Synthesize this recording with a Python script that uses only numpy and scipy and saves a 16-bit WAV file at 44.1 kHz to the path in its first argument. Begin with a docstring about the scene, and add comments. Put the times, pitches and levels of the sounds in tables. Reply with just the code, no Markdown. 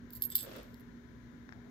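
"""A chain lifted from a heap of necklaces

Close by, fingers lift a metal chain by its clasp out of a heap of bead necklaces. Tiny collisions excite the
modes of the links, which rustle; the clasp clinks and bounces, each impact a tick and a decaying ring. The hand
brushes past, then the clasp clicks three times, damped by the fingers, and skin slides over it. Behind it lies
a quiet room with mains hum."""
import sys
import numpy as np
from scipy import signal
from scipy.fft import rfft, irfft
from scipy.io import wavfile
from scipy.ndimage import uniform_filter1d

SR = 44100
rng = np.random.default_rng(int(sys.argv[2]) if len(sys.argv) > 2 else 0)


def waveform_to_disk(signal):
    """Save audio, clipped to [-1, 1], as 16-bit WAV at the path in sys.argv[1]."""
    frames = np.transpose(np.atleast_2d(signal))
    scaled = np.clip(frames, -1, 1) * 32767
    samples = np.round(scaled).astype(np.int16)
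    wavfile.write(sys.argv[1], SR, samples)


N = 74970
TIME = np.arange(N) / SR

# Noise spectra of room air, rumble, hand and sliding skin (frequency [Hz], relative level [dB])
AIR_SPECTRUM = [(300, -12), (560, -5), (780, -9), (1000, -3), (1170, -7), (1400, -1), (1700, 1), (1900, -3),
                (2150, -4), (2550, -16), (3800, -13), (4700, -19), (6700, -18), (7600, -29), (9400, -33),
                (12000, -28), (15600, -28), (16100, -55)]
RUMBLE_SPECTRUM = [(15, -21), (26, -15.5), (38, -8), (55, -1), (72, -2), (88, -6.5), (105, 0.5),
                   (150, -1.5), (200, -3), (260, 0), (310, -8), (370, -8.5), (450, -13), (700, -29),
                   (2000, -75.5)]
BRUSH_SPECTRUM = [(120, -10), (300, -3.5), (470, -2.5), (590, 1), (780, -15), (1000, -12.5), (1450, -11),
                  (2300, -18), (3400, -16), (5200, -23), (8000, -28.5), (15000, -44)]
RUB_SPECTRUM = [(150, -18), (450, -8), (720, 8), (900, -0.5), (1300, -4), (3000, -31), (6500, -37.5),
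                (9000, -46.5)]
# Stereo balance of the noises (frequency [Hz], left over right [dB])
AIR_PAN = [(380, -2), (700, 2), (1000, 12), (1400, 17), (2400, 15), (4400, 11), (8100, 8), (15000, 1)]
RUMBLE_PAN = [(60, 0), (110, 8.5), (200, -11), (380, 2)]
BRUSH_PAN = [(300, 0), (650, -5.5), (1300, 6), (4400, 0.5), (8000, -10), (15000, -11)]
# Likeness of the two channels (frequency [Hz], correlation [0-1])
AIR_CORRELATION = [(300, 1), (640, 0.36), (1400, 0)]
RUMBLE_CORRELATION = [(60, 0.99), (130, 0.99), (290, 0.94), (500, 0.52)]
BRUSH_CORRELATION = [(200, 1), (700, 0), (2000, 0)]
# Partials of the mains hum (frequency [Hz], level [dB], left over right [dB])
HUM_PARTIALS = [(58.5, -66.5, -3), (117.8, -64, 9.5), (239.4, -56.5, 1), (407, -69.5, -14.5),
                (1002.5, -77, 22.5)]
# Reverberation time of the room (frequency [Hz], T60 [s])
ROOM_DECAY = [(500, 0.69), (4000, .3), (15000, .22)]
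# Envelopes of the hand, sliding skin, small links and larger rings (time [s], level [dB])
BRUSH_ENVELOPE = [(.425, -62), (.445, -50.5), (.5, -50.5), (.57, -48), (.61, -54.5), (.66, -60.5),
                  (.78, -72), (.95, -81)]
RUB_ENVELOPE = [(1.46, -88.5), (1.53, -67), (1.6, -68.5), (1.7, -65.5)]
LINK_ENVELOPE = [(.085, -84), (.11, -76), (.135, -50.5), (.17, -49.5), (0.194, -66), (.22, -55.5),
                 (.24, -40.5), (.285, -64.5), (.345, -60.5), (.372, -41), (.395, -66.5), (.435, -46.5),
                 (.47, -62), (.58, -71.5), (.68, -76), (.81, -76), (.88, -91.5)]
RING_ENVELOPE = [(.29, -66.5), (.312, -56), (.328, -43.5), (.345, -55.5), (.355, -38), (.37, -52.5),
                 (.39, -45), (.415, -45.5), (.435, -52), (.48, -85), (.52, -98)]
# Modes of the links and rings (frequency [Hz], relative level [dB], T60 [s], left over right [dB])
LINK_MODES = [(4600, -16, .003, -0.5), (7400, -16, .003, -29.5), (10500, -17.5, .002, -6.5),
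              (11900, -11.5, .004, -20), (12630, -1.5, .008, -9), (14200, -13.5, .007, -2),
              (14070, -7, .006, -3)]
RING_MODES = [(3200, -7.5, .01, -1), (3520, -0.5, 0.032, 7), (3970, -8.5, .007, 1),
              (4900, -2, 0.0036, -1.5), (7720, -8, 0.0043, -24.5), (7980, 2.5, 0.022, -3.5),
              (14340, 3, .03, -17.5)]
# Touches on a small loose ring (time [s], level [dB])
PING_TOUCHES = [(.39, -42), (0.4023, -39), (.411, -34.5), (0.8053, -58.5)]
# Clicks of the clasp in the fingers (time [s], level [dB])
HELD_CLICKS = [(1.4915, -35), (1.5242, -33.5), (1.5333, -45)]
# Modes of the held clasp (frequency [Hz], relative level [dB], T60 [s])
HELD_MODES = [(1105, -7.5, 0.0042), (1640, 1.5, 0.0065), (3100, -0.5, 0.0015), (4700, -8, 0.00066),
              (5470, -22.5, .02)]
# Spectrum of a contact tick (frequency [Hz], relative level [dB])
TICK_SPECTRUM = [(300, -39), (1500, -11), (2600, -4.5), (3700, 3.5), (4500, 5.5), (5200, 4), (6300, -10),
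                 (7700, -2), (9200, -17), (11500, 4), (15000, -6.5), (16500, -11.5)]
# Stereo balance of that tick (frequency [Hz], left over right [dB])
TICK_PAN = [(1500, 12), (4500, 3), (7500, -4), (14000, -5)]
# Modes of the free clasp (frequency [Hz], relative level [dB], share of the impact's T60 [ratio])
CLASP_MODES = [(12585, -2, 0.75), (12500, -22, .9), (12700, -19.5, 0.78), (12080, -27, 0.54),
               (14120, -11.5, 0.53), (14600, -13.5, .5), (14990, -10, 1), (15420, -28.5, .5)]
# Impacts of the clasp (time [s], ring level [dB], T60 [s], upper-mode gain [dB], tick level [dB],
# ring's left over right [dB])
CLASP_IMPACTS = [(0.1055, -45, .013, 2, -41.5, -15), (0.128, -60.5, .03, -2, -66, -18),
                 (0.1335, -55, .03, 25.5, -62.5, -9), (0.1354, -71.5, .012, -31, -44, -6),
                 (0.151, -38, .025, -5.5, -64, -2.5), (.1664, -38, .016, -0.5, -42.5, -6.5),
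                 (0.2215, -20.5, .065, -11, -22.5, -9.5), (0.228, -40.5, .05, -14, -32.5, -13.5),
                 (.2328, -33.5, .03, -2, -43, -14), (0.2374, -27, .05, -22, -30.5, -15.5),
                 (.2521, -23.5, .055, -27, -37.5, -11), (.2595, -38.5, .09, -11, -51, -10),
                 (0.3016, -33.5, .045, -11.5, -37.5, -7.5), (.3205, -39.5, .04, -15.5, -58, -13),
                 (0.325, -40.5, .03, -14.5, -63, -7), (.3525, -30.5, .02, 3.5, -41.5, -3),
                 (0.3546, -13, .017, -3, -21.5, -8.5), (0.3617, -21.5, .018, 0, -25, 17.5),
                 (0.365, -24.5, .035, 2.5, -29, -2), (0.37, -29.5, .035, -3.5, -28, -14),
                 (0.3818, -39, .02, -4.5, -23, -1.5), (0.3886, -35, .03, -4, -28.5, -5),
                 (0.4007, -39.5, .03, -9.5, -35.5, -13), (.4293, -29, .008, 3, -50, -12),
                 (.5642, -44, .011, 6.5, -41, -17), (0.5855, -57, .01, -2, -43, -4),
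                 (0.6313, -48.5, .011, -2, -51, -12), (0.7438, -66, .008, 18, -43, -12),
                 (0.798, -60, .01, 11, -49, -15), (.806, -57.5, .02, -29, -58, -14)]


def amp(db):
    """Amplitude grows tenfold for every 20 dB."""
    return 10 ** (np.asarray(db) / 20)


def unit_rms(x):
    """Normalisation to unit mean power."""
    return x / np.sqrt(np.mean(x ** 2) + 1e-20)


def at_frequency(points, hz):
    """Interpolation of a table on a logarithmic frequency axis."""
    knots_hz, values = np.transpose(points)
    return np.interp(np.log(hz + 1), np.log(knots_hz + 1), values)


def envelope(points):
    """Gain over time, piecewise linear in decibels and silent outside the table."""
    return amp(np.interp(TIME, *np.transpose(points), left=-140, right=-140))


def pan(db):
    """Constant-power panning: left and right gains for a given level difference."""
    ratio = amp(np.atleast_1d(db))
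    return np.array([ratio, np.ones_like(ratio)]) * np.sqrt(2 / (1 + ratio ** 2))


def add(mix, start_s, sound):
    """Superposition: a stereo sound sums into the mix from its start time."""
    part = mix[:, round(start_s * SR):][:, :sound.shape[1]]
    part += sound[:, :part.shape[1]]


def mode(hz, t60, shape=1, size=6000, rise_s=0.00018):
    """Damped oscillation: a sinusoid rises smoothly and is 60 dB down at t60 seconds."""
    t = TIME[:size]
    decay = np.exp(-np.log(1000) * (t / t60) ** shape)
    onset = 1 - np.exp(-(t / rise_s) ** 2)
    return np.sin(2 * np.pi * hz * t) * decay * onset


def choke(after_s, decay_s, size=6000):
    """Contact damping: a gain that falls exponentially once the next touch arrives."""
    return np.exp(-np.maximum(TIME[:size] - after_s, 0) / decay_s)


def noise(spectrum, balance, correlation):
    """Partial coherence: shaped stereo noise sounds wider the less its channels share."""
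    hz = np.fft.rfftfreq(N, 1 / SR)
    common, independent = rfft(rng.standard_normal((2, N)))
    share = np.clip(at_frequency(correlation, hz), -1, 1)
    pair = np.array([common, share * common + np.sqrt(1 - share ** 2) * independent])
    return unit_rms(irfft(pair * amp(at_frequency(spectrum, hz)) * pan(at_frequency(balance, hz)), N))


def room_noise(air_db=-64, rumble_db=-55.5, swell_db=1.5):
    """Broadband noise: steady air over a slowly modulated rumble of room and handling."""
    rates_hz = rng.uniform(2, 14, size=16)
    swell = unit_rms(sum(np.sin(2 * np.pi * (hz * TIME + rng.random())) for hz in rates_hz))
    air = amp(air_db) * noise(AIR_SPECTRUM, AIR_PAN, AIR_CORRELATION)
    rumble = noise(RUMBLE_SPECTRUM, RUMBLE_PAN, RUMBLE_CORRELATION)
    return air + amp(rumble_db + swell_db * swell) * rumble


def mains_hum(waver=0.3):
    """Beating: weak sidebands close to each partial make the hum waver gently."""
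    out = np.zeros((2, N))
    for hz, db, pan_db in HUM_PARTIALS:
        offsets_hz = rng.uniform(-8, 6, size=12)
        drift = sum(np.exp(2j * np.pi * (offset * TIME + rng.random())) for offset in offsets_hz)
        carrier = np.exp(2j * np.pi * (hz * TIME + rng.random()))
        tone = (1 + waver * drift / np.std(drift)) * carrier
        out += amp(db) * pan(pan_db) * unit_rms(tone.real)
    return out


def reverberation(x, level_db=-18.5):
    """Diffuse reflections: convolution with a noise tail that decays faster in the treble."""
    hz, t, spectra = signal.stft(rng.standard_normal((2, SR // 2)), SR, nperseg=256)
    decay = np.exp(-np.log(1000) * t / at_frequency(ROOM_DECAY, hz)[:, None])
    tail = signal.istft(spectra * decay, SR, nperseg=256)[1]
    return amp(level_db) * signal.fftconvolve(x, tail / np.linalg.norm(tail[0]), axes=1)[:, :N]


def hand_brush(grain_db=2):
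    """Friction noise: the passing hand swishes, with a grain of fast level fluctuations."""
    grain = unit_rms(uniform_filter1d(rng.standard_normal(N), size=200))
    swish = noise(BRUSH_SPECTRUM, BRUSH_PAN, BRUSH_CORRELATION)
    return swish * envelope(BRUSH_ENVELOPE) * amp(grain_db * grain)


def finger_rub(pan_db=19):
    """Sliding friction: skin on the clasp gives a quiet band of noise."""
    return noise(RUB_SPECTRUM, [(1000, pan_db)], AIR_CORRELATION) * envelope(RUB_ENVELOPE)


def chain_rattle(modes, levels, hits_per_s, detune, links=10, spread_db=4.5, phase_spread_rad=0.78):
    """A Poisson process: random collisions ring links, each with its own pitches and stereo phases."""
    hits = rng.random(N) < hits_per_s / SR
    strength = amp(spread_db * np.minimum(rng.exponential(1, N), 4))
    struck_link = rng.integers(0, links, N)
    responses, out = np.zeros((links, 2, 2048)), np.zeros((2, N))
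    for hz, db, t60, pan_db in modes:
        for link, offset in enumerate(rng.permutation(np.linspace(-1, 1, links))):
            analytic = signal.hilbert(unit_rms(mode(hz * (1 + detune * offset), t60, size=2048)))
            phase_shift = np.exp(1j * phase_spread_rad * rng.standard_normal((2, 1)))
            responses[link] += amp(db) * pan(pan_db) * (analytic * phase_shift).real
    for sample in np.flatnonzero(hits):
        add(out, sample / SR, strength[sample] * responses[struck_link[sample]])
    return unit_rms(out) * envelope(levels)


def loose_ring(hz=11300, t60=0.032, pan_db=-18.5):
    """Free vibration: a small ring pings in one high mode, restarted by each touch."""
    out, tone = np.zeros((2, N)), mode(hz, t60)
    ends = [touch[0] for touch in PING_TOUCHES[1:]] + [N / SR]
    for (start, db), end in zip(PING_TOUCHES, ends):
        add(out, start, amp(db) * pan(pan_db) * tone * choke(end - start, decay_s=0.0011))
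    return out


def held_clasp(pan_db=14):
    """Heavy damping: the fingers shorten the clasp's vibration to a dull click."""
    out = np.zeros((2, N))
    click = sum(amp(db) * mode(hz, t60) for hz, db, t60 in HELD_MODES)
    for start, db in HELD_CLICKS:
        add(out, start, amp(db) * pan(pan_db) * click)
    return out


def contact_tick(size=1024):
    """Impulse response of metal touching metal: minimum phase packs its energy at the onset."""
    hz = abs(np.fft.fftfreq(size, 1 / SR))
    gain = amp(at_frequency(TICK_SPECTRUM, hz)) * pan(at_frequency(TICK_PAN, hz))
    minimum_phase = np.exp(np.conj(signal.hilbert(np.log(gain))))
    tick = np.fft.ifft(minimum_phase).real
    return tick / abs(tick).max()


def clasp_clinks(upper_hz=13500, faint_db=-40, detune=0.04, scrape=0.12, scrape_s=0.00035):
    """Impact excitation: each knock ticks and rings the clasp's modes until the next chokes them."""
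    out, tick, t = np.zeros((2, N)), contact_tick(), TIME[:6000]
    ends = [impact[0] for impact in CLASP_IMPACTS[1:]] + [N / SR]
    for (start, ring_db, t60, upper_db, tick_db, pan_db), end in zip(CLASP_IMPACTS, ends):
        pitch = 1 + detune * rng.uniform(-1, 1) * (ring_db < faint_db)  # faint knocks ring nearby links
        ring = sum(amp(db + upper_db * (hz > upper_hz)) * mode(hz * pitch, t60 * share, shape=1.4)
                   for hz, db, share in CLASP_MODES)
        add(out, start, amp(ring_db) * pan(pan_db) * ring * choke(end - start, decay_s=0.001))
        # The contact force is an impulse followed by a brief scrape.
        force = (t == 0) + scrape * rng.standard_normal(len(t)) * np.exp(-t / scrape_s)
        add(out, start, amp(tick_db) * signal.fftconvolve(tick, force[None], axes=1))
    return out


def scene(right_lag_s=0.0002634):
    """Superposition of metal, reverberation, hand and room; the metal reaches the right side later."""
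    metal = clasp_clinks()
    metal += chain_rattle(LINK_MODES, LINK_ENVELOPE, hits_per_s=3000, detune=0.035)
    metal += chain_rattle(RING_MODES, RING_ENVELOPE, hits_per_s=2400, detune=0.028)
    metal += loose_ring() + held_clasp()
    delay = np.exp(-2j * np.pi * np.fft.rfftfreq(N, 1 / SR) * right_lag_s)
    metal[1] = irfft(rfft(metal[1]) * delay, N)
    return metal + reverberation(metal) + hand_brush() + finger_rub() + room_noise() + mains_hum()


def record(dry, cutoff_hz=16450):
    """Band limiting: the recorder's steep low-pass filter removes the highest treble."""
    lowpass = signal.firwin(401, cutoff_hz, window=("kaiser", 9), fs=SR)
    return signal.oaconvolve(dry, lowpass[None], "same")


dry = scene()
out = record(dry)
waveform_to_disk(out)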